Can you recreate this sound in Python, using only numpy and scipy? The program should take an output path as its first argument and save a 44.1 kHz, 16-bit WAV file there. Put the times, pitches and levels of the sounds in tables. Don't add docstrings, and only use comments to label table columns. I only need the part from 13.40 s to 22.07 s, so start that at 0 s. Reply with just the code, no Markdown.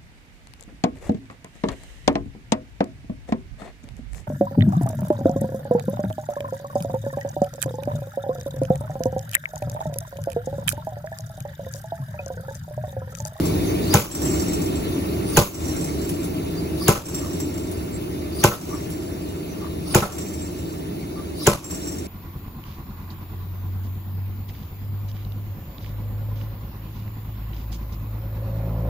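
import sys
import numpy as np
from scipy import signal
from scipy.fft import rfft, irfft, next_fast_len
from scipy.io import wavfile
from scipy.ndimage import uniform_filter1d, minimum_filter1d, map_coordinates

SR = 44100
rng = np.random.default_rng(int(sys.argv[2]) if len(sys.argv) > 2 else 0)


def log_audio(samples):
    frames = np.atleast_2d(samples).T
    limited = np.clip(frames, -1, 1)
    pcm = np.round(limited * 32767).astype(np.int16)
    wavfile.write(sys.argv[1], SR, pcm)


N = 382347
TIME = np.arange(N) / SR

# start_s, force_db, crack_db, rebound_db, hoist_rattle_db, yield_s, flying_scale_db
BLOWS = [(0.5406, 5, 5.5, -25, 2, 0, 8.5), (1.97, 0, 3.5, -22, -1.5, .0006, 9.5),
         (3.4816, -0.5, 4.5, -3, -4.5, 0, 3), (5.039, -3, 0.5, 0, -10, 0.00065, 9.5),
         (6.5480, -3, 4.5, 4, -6, 0, -1), (8.069, -2, 2.5, -30, -3, 0.0029, -10)]
# freq_hz, level_db, crest_s
BENDING_WAVES = [(133, -5.5, 0.0124), (386, -6.5, 0.00782), (463, -16, 0.00635), (832, -10.5, 0.00478),
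                 (1520, -13.5, 0.0032), (2860, -17, 0.00184)]
# freq_hz, level_db, t60_s
FRAME_MODES = [(112, 2.5, 0.13), (204, .5, 0.22), (347, 2, 0.17), (410, -4, .16), (481, -2, 0.19),
               (582, 1, 0.18), (808, -1, 0.14), (1023, 1, 0.13), (1085, -6, .13), (1321, -5, 0.17),
               (1486, -4, .15), (1560, -8, 0.13), (2031, -13, .16), (2128, -13, 0.15), (6782, -15, .12),
               (12345, -22, .25), (12660, -16, 0.27)]
# freq_hz, level_db, t60_s
RAM_MODES = [(1060, -11, 0.15), (1304, -1.5, 0.17), (1450, -2, 0.086)]
# freq_hz, level_db, t60_s
TACKLE_MODES = [(5640, -1, 0.12), (5870, -9, 0.17), (7470, 4, .1), (7610, 5, 0.24), (13150, -5, .1)]
# freq_hz, level_db
CRACK_COLOUR = [(1000, -1), (2900, -18), (4000, -25), (5300, -4), (6900, 10), (8000, 0), (10500, -0.5),
                (12200, -2), (16000, 4.5)]
# freq_hz, level_db
CLATTER_COLOUR = [(30, 5), (130, 14.5), (300, 1), (560, 7), (720, -1.5), (1100, 3), (1550, -5), (1800, -12),
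                  (2400, -2.5), (4000, -9), (7500, -5.5), (11000, -11), (12600, -7), (16000, -17)]
# freq_hz, level_db
REBOUND_COLOUR = [(200, 10), (620, 9), (900, 4), (1350, 6), (2100, -8), (6000, -9), (16000, -13)]
# freq_hz, level_db
SLIDE_COLOUR = [(500, 0), (1200, 16.5), (1700, -7), (4350, 12), (4850, 21.5), (5300, 14.5), (6200, 8.5),
                (8000, 1), (8950, 5), (9350, 24), (10000, 7), (16000, 11)]
# freq_hz, level_db
CRUSH_COLOUR = [(250, -26), (600, 7.5), (1300, 2), (3000, 4.5), (6000, -7), (16000, -26)]
# freq_hz, level_db
FLAKE_COLOUR = [(2000, -12), (6000, 3), (10000, -6), (12500, 2), (16000, 7.5)]
# freq_hz, level_db
STEEL_COLOUR = [(1000, 1), (4900, -6), (5600, 11), (6500, 1), (7350, 3), (7590, 17), (7850, 5),
                (10500, -5.5), (16000, 2)]
# freq_hz, level_db
CONTACT_COLOUR = [(1000, -6), (4000, -11), (12700, -14), (13150, 17), (13700, -1), (16000, -7)]
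# freq_hz, level_db
TICK_COLOUR = [(800, -5), (4000, -7), (8500, 1), (9500, 10), (10500, -2), (16000, 3.5)]
# freq_hz, level_db
GUIDE_COLOUR = [(600, -10), (1050, -8), (1170, 9), (1300, -16), (1600, -21), (6000, -46)]
# freq_hz, level_db
ROAR_COLOUR = [(20, -38), (45, -13.5), (80, 1.5), (105, -3), (130, -7.5), (170, 0.5), (225, -9),
               (255, -5.5), (305, 1.5), (385, -3.5), (470, -13.5), (555, -17), (635, -12), (720, -21),
               (1000, -26.5), (2000, -45)]
# freq_hz, level_db
JET_COLOUR = [(600, 8), (950, 5), (1750, -5.5), (2100, 5), (3100, 2), (4200, 1), (5500, -0.5), (7400, -62),
              (16000, -64)]
# freq_hz, level_db
HISS_COLOUR = [(600, -15), (1000, 4.5), (1700, 4), (2200, -3), (3800, -4), (6500, -1.5), (11000, -2),
               (13500, -4), (15500, 4)]
# freq_hz, correlation
FORGE_LIKENESS = [(60, 1), (130, 0.91), (290, 0.82), (640, -0.24), (1400, -0.068), (3100, -0.2),
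                  (4300, -0.47), (5400, 0.73), (6300, -0.049), (8500, -0.067)]
# freq_hz, correlation
BLOW_LIKENESS = [(100, 0.99), (400, 0.57), (1000, 0.53), (2000, 0.31), (3100, -0.44), (4300, 0.26),
                 (5400, -0.2), (6500, 0.65), (8500, -0.16)]
# start_s, level_db
KNOCKS = [(0.0538, -27), (0.7497, -19), (0.818, -26), (0.955, -33), (0.997, -28), (1.1323, -27.5),
          (2.442, -30.5), (3.685, -26), (3.7443, -27.5), (4.001, -28.5), (4.176, -34), (6.7824, -32),
          (8.308, -29.5), (8.4813, -32.5)]
# centre_s, level_db, pitch_hz
SLIPS = [(0.286, -39.5, 6170), (3.19, -44, 4730), (4.548, -38.5, 7530), (6.12, -46, 6000)]
# start_s, level_db
TICKS = [(2.691, -21.5), (2.8434, -26), (4.3141, -28), (5.5024, -29.5)]
# centre_s, level_db, gaussian_width_s
RUBS = [(3.86, -38, 0.027), (5.345, -37.5, 0.028), (6.246, -39, 0.026), (7.79, -40, 0.019)]
RIPPLE_HZ = np.geomspace(400, 17000, num=420)
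RIPPLE = rng.standard_normal(len(RIPPLE_HZ)) * (RIPPLE_HZ > 600)

ROAR_DB, HISS_DB = -32, -45
START_EXTRA_DB, SETTLE_S = 12, 4.53
TAKE_UP_S, TAKE_UP_DB = .173, -21.5
CLINK_STEP_S, CLINK_DB, CLINK_FADE_DB_PER_S = 0.074, -29.5, 12.5
SLIP_WIDTH_S = 0.017
CUTOFF_HZ = 15700


def from_db(db):
    return 10 ** (np.asarray(db) / 20)


def rms_one(x):
    return x / np.sqrt(np.mean(x ** 2) + 1e-20)


def at_hz(points, hz):
    known_hz, values = np.transpose(points)
    return np.interp(np.log(hz + 1), np.log(known_hz), values)


def noise(spectrum, likeness, size=N, ripple_db=0, port_lag_s=0.00018, port_share=0.99):
    padded = next_fast_len(size)
    hz = np.fft.rfftfreq(padded, 1 / SR)
    resonances_db = ripple_db * np.interp(hz, RIPPLE_HZ, RIPPLE)
    colour = from_db(at_hz(spectrum, hz) + resonances_db)
    mid, side = rfft(rng.standard_normal((2, padded))) * colour
    treble = np.minimum(hz / 8000, 1) ** 6
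    spaced = port_share * treble * np.cos(2 * np.pi * hz * port_lag_s)
    alike = np.clip(at_hz(likeness, hz) + spaced, -.95, .98)
    mid, side = mid * np.sqrt(1 + alike), side * np.sqrt(1 - alike)
    stereo = irfft([mid + side, mid - side], padded)
    return rms_one(stereo[:, :size])


def fade(t, t60):
    return (t >= 0) * np.exp(-np.log(1000) * np.maximum(t, 0) / t60)


def swell(t, rise_s):
    return 1 - np.exp(-(np.maximum(t, 0) / rise_s) ** 2)


def bell(t, width_s):
    return np.exp(-.5 * (t / width_s) ** 2)


def add(out, s, sound):
    start = int(np.clip(round(s * SR), 0, N))
    out[:, start:start + sound.shape[-1]] += sound[..., :N - start]


def ring(modes, t, vary_db, detune, apart_hz):
    out = np.zeros((2, len(t)))
    for hz, db, t60 in modes:
        strength, pitch, phase, apart = rng.standard_normal(4)
        channel_phase = apart * min(hz / apart_hz, 1) * np.array([[.5], [-.5]])
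        phases = np.pi * (phase + channel_phase)
        tone = np.sin(2 * np.pi * hz * (1 + detune * pitch) * t + phases)
        out += from_db(db + vary_db * strength) * tone * fade(t, t60)
    return out


def grain(size, depth_db, grain_s):
    slow = uniform_filter1d(rng.standard_normal(size), int(grain_s * SR) + 1)
    return rms_one(from_db(depth_db * rms_one(slow)))


def flutter(x, depth_db, width_hz, length_s, size=256):
    hz, s, bands = signal.stft(x, SR, nperseg=size)
    slow = rng.standard_normal((len(hz), len(s)))
    slow = uniform_filter1d(slow, int(length_s / s[1]) + 1, axis=1)
    slow = rms_one(uniform_filter1d(slow, int(width_hz / hz[1]) + 1, axis=0))
    gain = rms_one(from_db(depth_db * slow))
    return signal.istft(bands * gain, SR, nperseg=size)[1][:, :x.shape[1]]


def forge(jet_db=-3.5):
    settling = from_db(START_EXTRA_DB * np.exp(-TIME / SETTLE_S))
    jet = noise(JET_COLOUR, FORGE_LIKENESS, ripple_db=2.5)[0]
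    direct = np.array([jet, np.roll(jet, 21)])
    around = noise(HISS_COLOUR, FORGE_LIKENESS, ripple_db=4.5)
    hiss = flutter(from_db(jet_db) * direct + around, depth_db=2.0, width_hz=350, length_s=.03)
    roar = noise(ROAR_COLOUR, FORGE_LIKENESS)
    return settling * (from_db(ROAR_DB) * roar + from_db(HISS_DB) * hiss)


def lift_clinks(s, rattle_db, count=9, uneven=.45, vary_db=1.5):
    step, strength = rng.standard_normal((count, 2)).T
    later = np.cumsum(CLINK_STEP_S * np.exp(uneven * step))
    levels = CLINK_DB - CLINK_FADE_DB_PER_S * later + vary_db * strength
    events = [(0, TAKE_UP_DB), *zip(later, levels)]
    return [(s + TAKE_UP_S + wait, rattle_db + db) for wait, db in events]


def hoist(lift_s=0.32, spread_s=0.21, jingle_db=-48.0, rub_db=-35.0):
    snap_db, ring_db, contact_db, contact_t60 = -0.5, -9.0, -1.0, 0.052
    out, t = np.zeros((2, N)), TIME[:SR // 5]
    lifting = np.zeros(N)
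    strikes = list(KNOCKS)
    for s, _, _, _, rattle_db, _, _ in BLOWS:
        lifting += from_db(rattle_db) * bell(TIME - s - lift_s, spread_s)
        strikes += lift_clinks(s, rattle_db)
        for _ in range(18):
            moment = s + lift_s + spread_s * rng.uniform(-0.53, 2.4)
            strikes.append((moment, jingle_db + rattle_db + rng.normal(0, 1.4)))
    for s, db in strikes:
        snap = noise(STEEL_COLOUR, BLOW_LIKENESS, len(t), ripple_db=3.0) * fade(t, 0.12)
        modes = ring(TACKLE_MODES, t, vary_db=3, detune=.005, apart_hz=5000)
        clink = from_db(snap_db) * snap + from_db(ring_db) * modes
        add(out, s, from_db(db) * clink * swell(t, 0.00075))
    contacts = sum(from_db(db + contact_db) * fade(TIME - s, contact_t60) for s, db in KNOCKS)
    out += contacts * noise(CONTACT_COLOUR, BLOW_LIKENESS)
    steel = noise(STEEL_COLOUR, BLOW_LIKENESS, ripple_db=3.0)
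    rub = flutter(steel, depth_db=4.0, width_hz=400, length_s=0.018)
    return out + from_db(rub_db) * lifting * rub


def squeaks(width_hz=40.0):
    out, t = np.zeros((2, N)), TIME[:SR // 2]
    middle = t.mean()
    for s, db, hz in SLIPS:
        b, a = signal.iirpeak(hz, hz / width_hz, SR)
        friction = noise([(hz / 2, -20), (hz, 0), (hz * 2, -20)], BLOW_LIKENESS, len(t))
        tone = rms_one(signal.lfilter(b, a, friction))
        add(out, s - middle, from_db(db) * tone * bell(t - middle, SLIP_WIDTH_S))
    return out


def falling_ram(level_db=-30.0, fall_s=0.13, glide=.035, crush_db=-16.5, crush_s=0.0043):
    speed, crush = np.zeros(N), np.zeros(N)
    for s, *_ in BLOWS:
        speed += np.clip(1 + (TIME - s) / fall_s, 0, None) * (TIME < s)
        crush += np.exp(-np.abs(TIME - s) / crush_s)
    travel = np.cumsum(1 - glide * (1 - speed))
    slide = noise(SLIDE_COLOUR, BLOW_LIKENESS, ripple_db=3.5)
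    swish = np.array([map_coordinates(channel, [travel], order=3) for channel in slide])
    swish = flutter(swish, depth_db=5.5, width_hz=400, length_s=0.029)
    scale = noise(CRUSH_COLOUR, BLOW_LIKENESS)
    return from_db(level_db) * speed * swish + from_db(crush_db) * crush * scale


def thud(t, compact=9.0, lag_s=.00007):
    out = np.zeros((2, len(t)))
    t = np.maximum(t - np.array([[0], [lag_s]]), 0)
    for hz, db, crest_s in BENDING_WAVES:
        pitch, late = 1 + .03 * rng.standard_normal(2)
        crest = crest_s * late
        age = t / crest
        packet = (age * np.exp(1 - age)) ** compact
        out -= from_db(db) * packet * np.cos(2 * np.pi * hz * pitch * (t - crest))
    return out


def shop_clatter(t, near_db=-1.0, room_db=-12.5):
    rattle = grain(len(t), depth_db=2.2, grain_s=.004)
    loose = noise(CLATTER_COLOUR, BLOW_LIKENESS, len(t))
    loose = flutter(loose, depth_db=2.2, width_hz=500, length_s=.008)
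    dying = from_db(near_db) * fade(t, 0.21) + from_db(room_db) * fade(t, 0.53)
    return loose * rattle * swell(t, 0.0058) * dying


def ram_rebound(t, knock_db=-4.5, ram_db=2.0):
    burst = noise(REBOUND_COLOUR, BLOW_LIKENESS, len(t), ripple_db=5.0) * fade(t, 0.3)
    frame = ring(FRAME_MODES, t, vary_db=1, detune=.001, apart_hz=3500)
    ram = ring(RAM_MODES, t, vary_db=1.5, detune=.002, apart_hz=3500)
    return (burst + from_db(knock_db) * frame + from_db(ram_db) * ram) * swell(t, 0.0033)


def hammer(thud_db=11.5, ring_db=-2.0, crack_db=0.5, rebound_db=-15.0, rebound_s=0.073):
    out, t = np.zeros((2, N)), TIME[:SR * 2 // 3]
    for s, force_db, sharp_db, bounce_db, _, yield_s, _ in BLOWS:
        crack = noise(CRACK_COLOUR, BLOW_LIKENESS, len(t), ripple_db=2.5)
        crack = from_db(crack_db + sharp_db) * crack * swell(t, 0.0002) * fade(t, 0.026)
        frame = ring(FRAME_MODES, t, vary_db=1, detune=.001, apart_hz=3500)
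        frame = from_db(ring_db) * frame * swell(t, 0.011)
        low_blow = from_db(thud_db) * thud(t - yield_s)
        add(out, s, from_db(force_db) * (crack + low_blow + frame + shop_clatter(t)))
        add(out, s + rebound_s, from_db(force_db + rebound_db + bounce_db) * ram_rebound(t))
    return out


def flying_scale(level_db=-16.0, delay_s=0.017, rise_s=.004, t60=0.4):
    shower = np.zeros(N)
    for s, force_db, *_, scale_db in BLOWS:
        t = TIME - s - delay_s
        shower += from_db(force_db + scale_db) * swell(t, rise_s) * fade(t, t60)
    flakes = noise(FLAKE_COLOUR, BLOW_LIKENESS, ripple_db=3.0)
    return from_db(level_db) * shower * flutter(flakes, depth_db=4.5, width_hz=600, length_s=0.025)


def tongs(level_db=-4.0):
    touches = sum(from_db(db + level_db) * fade(TIME - s, 0.14) for s, db in TICKS)
    return touches * noise(TICK_COLOUR, BLOW_LIKENESS)


def rubbing():
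    drag = sum(from_db(db) * bell(TIME - s, width_s) for s, db, width_s in RUBS)
    return drag * grain(N, depth_db=4.0, grain_s=.005) * noise(GUIDE_COLOUR, BLOW_LIKENESS)


def scene():
    background = forge() + hoist() + squeaks()
    blows = falling_ram() + hammer() + flying_scale()
    return background + blows + tongs() + rubbing()


def limiter(x, ceiling_db=0.5, hold_s=0.14, release_db_per_s=111.0, attack_s=0.00072):
    over = np.maximum(20 * np.log10(np.abs(x).max(axis=0) + 1e-9) - ceiling_db, 0)
    half = int(hold_s * SR / 2)
    held = -minimum_filter1d(-over, 2 * half + 1, origin=half)
    release = release_db_per_s * TIME
    reduction = np.maximum.accumulate(held + release) - release
    return x * from_db(-uniform_filter1d(reduction, int(attack_s * SR) + 1))


def record(dry):
    top_cut = signal.ellip(10, .2, 75, CUTOFF_HZ, fs=SR, output="sos")
    return signal.sosfilt(top_cut, limiter(dry))


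dry = scene()
out = record(dry)
log_audio(out)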